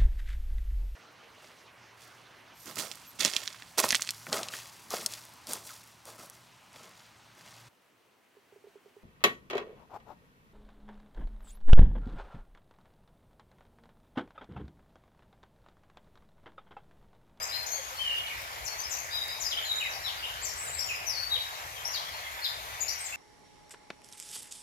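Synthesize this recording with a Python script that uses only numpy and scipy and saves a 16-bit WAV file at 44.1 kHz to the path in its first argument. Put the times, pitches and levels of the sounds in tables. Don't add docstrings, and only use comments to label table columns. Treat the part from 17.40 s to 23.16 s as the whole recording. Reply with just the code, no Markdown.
import sys
import numpy as np
from scipy import signal
from scipy.fft import rfft, irfft, next_fast_len
from scipy.io import wavfile
from scipy.ndimage import uniform_filter1d, map_coordinates

SR = 44100
rng = np.random.default_rng(int(sys.argv[2]) if len(sys.argv) > 2 else 0)


def to_wav(s):
    ch = np.atleast_2d(s).T
    pcm = np.round(np.clip(ch, -1, 1) * 32767)
    wavfile.write(sys.argv[1], SR, pcm.astype(np.int16))


N = 254016


def amp(db):
    return 10 ** (np.asarray(db) / 20)


def unit(x):
    return x / np.sqrt(np.mean(x ** 2) + 1e-20)


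def along(points, hz):
    f, v = np.transpose(points)
    return np.interp(np.log(hz + 1), np.log(f + 1), v)


def wobble(rate_hz, size):
    knots = rng.standard_normal(int(size * rate_hz / SR) + 4)
    return map_coordinates(knots, [np.arange(size) * rate_hz / SR])


def filtered(x, response):
    m = next_fast_len(N + SR // 2)
    return irfft(rfft(x, m) * response(np.fft.rfftfreq(m, 1 / SR)), m)[..., :N]


# f/Hz, level/dB
RUSH_SPECTRUM = [(15, -40.5), (30, -15), (55, 0.5), (100, -1), (220, -19.5), (400, -12.5), (630, -2),
                 (950, 0), (1400, 0), (2200, 0), (3400, -7.5), (7000, -11), (8500, -20.5), (12700, -13.5),
                 (15800, -32)]
# t/s, level/dB
RUSH_LEVEL = [(0.0, -50.5), (0.35, -50.5), (5.42, -50.5), (5.76, -52.5)]
# f/Hz, correlation [-]
RUSH_LIKENESS = [(60, .85), (200, 0.547), (800, 0.633), (1500, 0.785), (2300, 0.688), (3500, 0.098),
                 (15000, 0.13)]
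# f/Hz, level difference/dB
RUSH_BALANCE = [(60, 4), (110, 2), (200, 3.0), (380, 7.5), (700, 5), (1290, -3), (2380, -1), (4400, 7),
                (8120, 8.5), (15000, 15.5)]
RUSH_GAIN_DB = 10.0


def rush(patchy_db):
    z = signal.stft(rng.standard_normal((2, N + 512)), nperseg=512)[2]
    field = rng.standard_normal(z.shape[1:])
    field = uniform_filter1d(field, 6, axis=0)
    field = uniform_filter1d(field, 14, axis=1)
    pair = signal.istft(z * amp(patchy_db * unit(field)), nperseg=512)[1][:, :N]

    def mid_side(hz):
        turn = np.arccos(np.clip(along(RUSH_LIKENESS, hz), -1, 1)) / 2
        return amp(along(RUSH_SPECTRUM, hz)) * [np.cos(turn), np.sin(turn)]

    mid, side = filtered(pair, mid_side)
    both = np.array([mid + side, mid - side])
    both = filtered(both, lambda hz: amp(along(RUSH_BALANCE, hz) * [[.5], [-.5]]))
    t_s, db = np.transpose(RUSH_LEVEL)
    return amp(np.interp(np.arange(N) / SR, t_s, db) + RUSH_GAIN_DB) * unit(both)


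WHISTLE_IN_DB, WHISTLE_ECHO_DB, WHISTLE_WAVER_PCT = -5, -2, 0.968
DROP_DB, DROP_S, FADE_DB_PER_S = -6, 0.026, -93


def held(s, rise, length, first, top, last, db, lean, waver_pct):
    rest = max(length - rise, .004)
    after = np.array([0, min(DROP_S, rest / 2), rest])
    level = db + DROP_DB * np.minimum(after / DROP_S, 1) + FADE_DB_PER_S * after
    hz = top + (last - top) * after / rest
    rows = np.transpose([s + rise + after, hz, level])
    return lean, WHISTLE_ECHO_DB, waver_pct, [(s, first, db + WHISTLE_IN_DB), *rows]


# start t/s, rise/s, length/s, first f/Hz, peak f/Hz, last f/Hz,
# peak level/dB before mixing, direct left-right/dB
WHISTLE_NOTES = [(0, 0.0265, 0.056, 4910, 5040, 5390, -41.5, 9),
                 (0.094, 0.0127, 0.1, 4826, 5036, 4983, -32.5, 12.5),
                 (0.122, 0.0227, 0.107, 3867, 4245, 4195, -31, 11.5),
                 (0.288, 0.0533, 0.15, 5995, 6596, 6580, -34, 15.5),
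                 (.32, 0.0284, 0.089, 4100, 4550, 4520, -41.5, 9),
                 (0.353, 0.0093, 0.046, 3336, 3290, 3320, -45.5, 7.5),
                 (0.569, 0.0095, 0.083, 4494, 4400, 4370, -43.5, 8),
                 (.76, 0.0337, 0.0405, 3340, 3242, 3170, -42, 3.5),
                 (0.888, 0.0249, 0.061, 2518, 2228, 2174, -37.5, -1.5),
                 (1.15, .03, 0.068, 4210, 4070, 4200, -61, 14),
                 (1.269, 0.0067, 0.05, 5850, 5710, 6005, -38.5, 18.5),
                 (1.284, 0.024, 0.07, 4430, 4422, 4400, -42, 8.5),
                 (1.378, 0.0326, 0.0285, 6047, 6190, 6450, -40.5, 14),
                 (1.39, .025, 0.0294, 4490, 4950, 5070, -45.5, 12.5),
                 (1.435, 0.0125, 0.05, 5137, 5212, 5460, -37, 13.5),
                 (1.71, 0.0335, 0.112, 4840, 4930, 4900, -36, 15.5),
                 (1.884, 0.0132, .065, 4736, 5013, 4930, -37.5, 13),
                 (1.881, 0.0254, 0.054, 3756, 3830, 3922, -39.5, 7),
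                 (2.042, 0.0204, 0.0458, 5600, 5010, 4894, -31.5, 15),
                 (2.223, 0.042, 0.107, 7203, 6820, 6850, -42.5, 17.5),
                 (2.352, 0.023, 0.077, 6980, 7124, 7282, -38.5, 13),
                 (2.515, .04, 0.099, 4454, 4690, 4650, -48, 18),
                 (2.545, .008, 0.036, 5470, 5350, 5370, -40, 15.5),
                 (2.627, 0.0221, 0.067, 5620, 5347, 5340, -41.5, 18.5),
                 (2.771, 0.0294, 0.054, 4890, 4695, 4660, -48, 11.5),
                 (2.857, .035, 0.123, 2750, 3047, 3055, -40.5, 6),
                 (3.023, 0.0226, 0.073, 4560, 4670, 5010, -46, 13.5),
                 (3.31, 0.0197, 0.042, 3867, 3830, 3780, -49.5, 6),
                 (3.395, 0.0103, 0.0685, 5697, 5628, 5414, -32, 22.5),
                 (3.403, 0.0087, 0.048, 4300, 4452, 4615, -42.5, 6.5),
                 (3.515, 0.033, 0.133, 2408, 2365, 2490, -42, 0.5),
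                 (3.534, 0.0183, 0.094, 4860, 5100, 5050, -43, 15),
                 (3.96, 0.0106, 0.138, 3768, 3843, 3800, -34.5, 4.5),
                 (4.355, 0.0393, 0.0766, 3340, 3050, 3410, -45, 10.5),
                 (4.465, 0.0115, 0.032, 5805, 5830, 5880, -40.5, 16.5),
                 (4.51, 0.022, 0.047, 6550, 6535, 6590, -44.5, 14.5),
                 (4.618, 0.04, 0.096, 2900, 3393, 2890, -46, 14),
                 (4.729, 0.0097, 0.043, 4322, 4320, 4325, -43.5, 4),
                 (4.812, 0.0366, .06, 3440, 3314, 2988, -48.5, 11.5),
                 (4.82, 0.0503, 0.08, 2210, 2068, 2166, -46, -8.5),
                 (4.95, 0.022, 0.042, 3430, 3500, 3470, -52, 4.5),
                 (5.015, 0.0212, 0.042, 4200, 4350, 4153, -39, 9.5),
                 (5.04, 0.0079, 0.049, 5027, 5044, 4910, -35.5, 17),
                 (5.063, 0.011, 0.065, 3540, 3600, 3647, -37.5, 7.5),
                 (5.318, 0.0144, 0.0356, 3604, 3560, 3558, -47, 5),
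                 (5.4, 0.022, 0.03, 4825, 4920, 5050, -46.5, 13.5),
                 (5.478, 0.0172, 0.041, 4148, 4770, 4783, -36.5, 9),
                 (5.481, 0.0102, 0.063, 5140, 5764, 5895, -31, 19),
                 (5.723, 0.0178, 0.0375, 2565, 2682, 2687, -38, -2.5)]


def whistles():
    return [held(*row, WHISTLE_WAVER_PCT) for row in WHISTLE_NOTES]


SWEEP_PEAK = 0.43
SWEEP_IN_DB, SWEEP_OUT_DB, SWEEP_WAVER_PCT = -6.5, -5.5, 0.936


def sweep(s, length, first, half, last, db, lean, echo_db):
    at = np.array([0, SWEEP_PEAK, .5, 1])
    hz = np.interp(at, [0, .5, 1], [first, half, last])
    level = db + np.interp(at, [0, SWEEP_PEAK, 1], [SWEEP_IN_DB, 0, SWEEP_OUT_DB])
    return lean, echo_db, SWEEP_WAVER_PCT, np.transpose([s + at * length, hz, level])


# start t/s, length/s, first f/Hz, halfway f/Hz, last f/Hz,
# peak level/dB before mixing, direct left-right/dB, echo/dB
SWEEP_NOTES = [(0.02, 0.0232, 8000, 7096, 5710, -36.5, 16.5, 3),
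               (.262, 0.0128, 5075, 7053, 6810, -36.5, 20.5, 3.5),
               (.868, 0.01516, 4282, 3064, 2516, -32.5, 3, -3),
               (1.248, 0.0335, 7760, 5906, 4113, -31.5, 17, 0.5),
               (2.0, 0.0248, 7403, 6610, 5490, -33, 21, 4), (2.035, 0.011, 4100, 5025, 5820, -33, 11.5, -2),
               (2.11, 0.0273, 4191, 3301, 2853, -30, 7, -0.5),
               (2.168, 0.0187, 2771, 3250, 3900, -29, 5, -2),
               (2.235, 0.032, 2790, 3250, 3010, -49.5, 10, -2),
               (2.402, 0.0308, 3010, 2600, 2298, -33.5, 2, 2),
               (2.438, 0.038, 2255, 2046, 1960, -40.5, 3, 2.5),
               (2.492, 0.049, 6300, 5690, 4600, -46.5, 12, 3.5),
               (2.639, 0.0597, 4120, 3695, 2812, -35.5, 12, 2),
               (2.665, 0.034, 4534, 4400, 4236, -41.5, 6.5, 0.5),
               (2.827, 0.0148, 2673, 2953, 3190, -34.5, 5, 1), (2.839, .025, 2990, 3490, 3890, -40, 7, 2),
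               (3.387, 0.0159, 5700, 4984, 5814, -29.5, 16, -2),
               (3.486, 0.0246, 3014, 2592, 2386, -34, -0.5, 2.5),
               (4.449, 0.01755, 5094, 5825, 5827, -30, 18, 1),
               (4.471, .012, 5080, 5975, 6780, -36.5, 16, 2),
               (4.529, 0.0468, 5300, 4269, 3085, -36.5, 10, 2.5),
               (4.531, 0.0276, 2622, 3019, 2687, -43, 13.5, 1.5),
               (5.034, 0.03205, 5210, 3941, 2890, -33, 9, 0.5),
               (5.404, 0.0266, 7486, 6649, 6567, -31, 19.5, -0.5),
               (5.646, 0.0295, 7750, 6860, 6480, -38.5, 16, 1.5)]


def sweeps():
    return [sweep(*row) for row in SWEEP_NOTES]


def far_notes(count):
    notes = []
    for start, octave, glide, stretch, loud, lean in rng.random((count, 6)):
        s = start * N / SR
        hz = 2300 * 2 ** (1.3 * octave)
        end_hz = hz * (.7 + .4 * glide)
        length_s = 0.0152 + 0.03001 * stretch
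        db = -60.5 + 6 * loud
        notes.append((12 * lean, 3, 2.5, [(s, hz, db), (s + length_s, end_hz, db)]))
    return notes


# centre t/s, f/Hz, peak level/dB before panning
BLIP_NOTES = [(.4, 537.3, -43), (.53, 527.4, -46.5), (2.19, 1349, -42), (2.57, 783, -41.5),
              (3.97, 502.2, -47.5)]


def blips():
    out, t = np.zeros(N + SR), np.arange(SR // 20) / SR
    for s, hz, db in BLIP_NOTES:
        start = round((s - .025) * SR)
        out[start:start + len(t)] += amp(db) * np.hanning(len(t)) * np.sin(2 * np.pi * hz * t)
    return out[:N]


PHRASE_ECHO_DB, PHRASE_WAVER_PCT = -1.5, 0.96
# [(t/s, f/Hz, level/dB before mixing), ..]
PHRASE_NOTES = [(4.1, [(.585, 3061, -40.5), (.61, 3143, -33.5), (.65, 3004, -36.5), (.7, 2818, -31),
                (.74, 2848, -35.5), (.79, 2923, -40), (.85, 2860, -48.5)]), (17, [(1.5, 7920, -42.5),
                (1.512, 6995, -31), (1.528, 5670, -37.5), (1.538, 5900, -39.5), (1.553, 6447, -39.5),
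                (1.58, 6530, -45), (1.65, 6675, -49)]), (10.4, [(1.7, 3490, -51), (1.73, 3871, -36.5),
                (1.77, 3808, -35), (1.81, 3755, -35.5), (1.86, 3770, -54.5)]), (6.7, [(2.25, 4245, -36.5),
                (2.28, 3931, -38), (2.32, 3764, -29), (2.35, 3853, -32), (2.4, 3774, -42),
                (2.45, 3854, -42.5), (2.51, 3757, -56)]), (15, [(3.015, 6700, -41), (3.035, 7700, -36),
                (3.05, 7016, -33), (3.062, 5782, -34.5), (3.085, 5633, -37.5), (3.11, 5234, -41.5)]),
                (15.7, [(3.66, 5664, -35.5), (3.672, 6203, -31.5), (3.69, 5568, -30), (3.71, 5123, -31.5),
                (3.735, 4633, -37.5), (3.77, 4368, -39.5), (3.81, 4463, -31.5), (3.85, 4522, -39),
                (3.89, 4516, -51.5)]), (10.1, [(3.9, 3820, -40), (3.93, 3833, -26), (3.945, 3685, -30.5),
                (3.968, 2926, -34)])]


def phrases():
    return [(lean, PHRASE_ECHO_DB, PHRASE_WAVER_PCT, rows) for lean, rows in PHRASE_NOTES]


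# t/s, nominal level/dB before trim and panning
TICK_TIMES = [(0.9795, -42), (1.0194, -34), (1.882, -30), (4.477, -38), (5.007, -38)]


def ticks():
    out, t = np.zeros(N + SR), np.arange(SR // 20) / SR
    for s, db in TICK_TIMES:
        start = round(s * SR)
        noise = np.diff(rng.standard_normal(len(t) + 1))
        out[start:start + len(t)] += amp(db - 5 - 60 * t / 0.0152) * noise
    return out[:N]


HIGH_WAVER_PCT = 1.86
# start t/s, rise/s, length/s, first f/Hz, peak f/Hz, last f/Hz,
# peak level/dB before mixing, direct left-right/dB
HIGH_NOTES = [(3.16, 0.056, 0.123, 8097, 7817, 7740, -39, 2.7),
              (3.225, 0.0216, .055, 8850, 9000, 8800, -44.5, 7.4),
              (3.265, 0.017, 0.052, 7500, 7245, 7400, -38.5, 8.2),
              (3.3, 0.0293, .06, 7564, 7693, 7680, -40, 5.5),
              (3.36, 0.0274, 0.062, 7680, 7400, 7524, -40, 5.9),
              (3.421, 0.0215, 0.0515, 7700, 7570, 7340, -48, 6),
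              (3.46, 0.029, 0.082, 7030, 6750, 6926, -44, 11),
              (5.585, 0.0264, 0.064, 8564, 8107, 8290, -39, 5.9),
              (5.64, 0.0208, 0.042, 7750, 7700, 7640, -42.5, 7.6)]


def high_notes():
    return [held(*row, HIGH_WAVER_PCT) for row in HIGH_NOTES]


def sing(rows, flutter_db, waver):
    s, hz, db = np.transpose(rows)
    t = np.arange(round((s[-1] - s[0]) * SR)) / SR
    pitch = uniform_filter1d(np.interp(t + s[0], s, hz), size=120)
    speed = np.minimum(np.abs(np.gradient(np.log(pitch))) * SR / 12, 2.5)
    pitch = pitch * (1 + waver * (1 + speed) * wobble(703.2, len(t)))
    edges = np.clip(t / 0.00059, 0, 1) * np.clip((t[-1] - t) / 0.00129, 0, 1)
    flutter = wobble(66.85, len(t)) + 1.516 * wobble(301.55, len(t))
    level_db = np.interp(t + s[0], s, db) + flutter_db * flutter
    return np.sqrt(2) * edges * amp(level_db) * np.sin(2 * np.pi * np.cumsum(pitch) / SR)


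# f/Hz, t60/s
WOOD_DECAY = [(1500, 0.657), (4000, 0.494), (8000, 0.49), (13000, 0.14)]


def echoes():
    hz, t, z = signal.stft(rng.standard_normal((2, SR // 2)), SR, nperseg=128)
    onset = 1 - np.exp(-t / 0.00211) + 0.542 * np.exp(-t / 0.0121)
    decay = amp(-60 * t / along(WOOD_DECAY, hz)[:, None])
    tail = signal.istft(z * onset * decay, SR, nperseg=128)[1]
    tail = tail * amp(1.4 * wobble(57.9, tail.shape[1]))
    return unit(tail) / np.sqrt(tail.shape[1])


# power [-], level/dB
BEND = [(2, -16.5), (3, -20.5)]
# f/Hz, gain/dB
OVERTONE_COLOUR = [(6000, -52.5), (8500, -9.5), (10500, -2), (12600, 11.5), (15000, -8)]


def overtones(notes):
    size = np.sqrt(np.abs(uniform_filter1d(notes ** 2, size=300, axis=1))) + amp(-48)
    bent = sum(amp(db) * size * (notes / size) ** power for power, db in BEND)
    return filtered(bent, lambda hz: amp(along(OVERTONE_COLOUR, hz)))


def birds():
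    notes = phrases() + sweeps() + whistles() + high_notes() + far_notes(count=90)
    out = np.zeros((2, N + 2 * SR))
    for lean_db, echo_db, waver_pct, rows in notes:
        note = sing(rows, flutter_db=1.6, waver=waver_pct / 100)
        sides = unit(amp([[lean_db / 2], [-lean_db / 2]]))
        wet = amp(echo_db) * np.sqrt(sides) * signal.fftconvolve(note[None], echoes(), axes=1)
        wet = wet * unit(amp(1.43 * wobble(200.0, wet.shape[1])))
        start = round(rows[0][0] * SR)
        out[:, start:start + len(note)] += amp(-3.0) * sides * note
        out[:, start:start + wet.shape[1]] += wet
    out = out[:, :N]
    return out + overtones(out)


# f/Hz, phase/rad
LEFT_LEAD = [(0, 0), (170, -0.0632), (860, 1.5), (1550, 4), (2240, 6.5), (16000, 41)]


def scene():
    small_sounds = (ticks() + blips()) * amp([[2.5], [-5]])

    def lead(hz):
        phase = np.interp(hz, *np.transpose(LEFT_LEAD))
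        return np.exp(1j * phase * np.array([[.5], [-.5]]))

    return filtered(birds() + small_sounds + rush(patchy_db=1.7942), lead)


TOP_HZ = 15880


def record(dry):
    return filtered(dry, lambda hz: hz < TOP_HZ)


dry = scene()
out = record(dry)
to_wav(out)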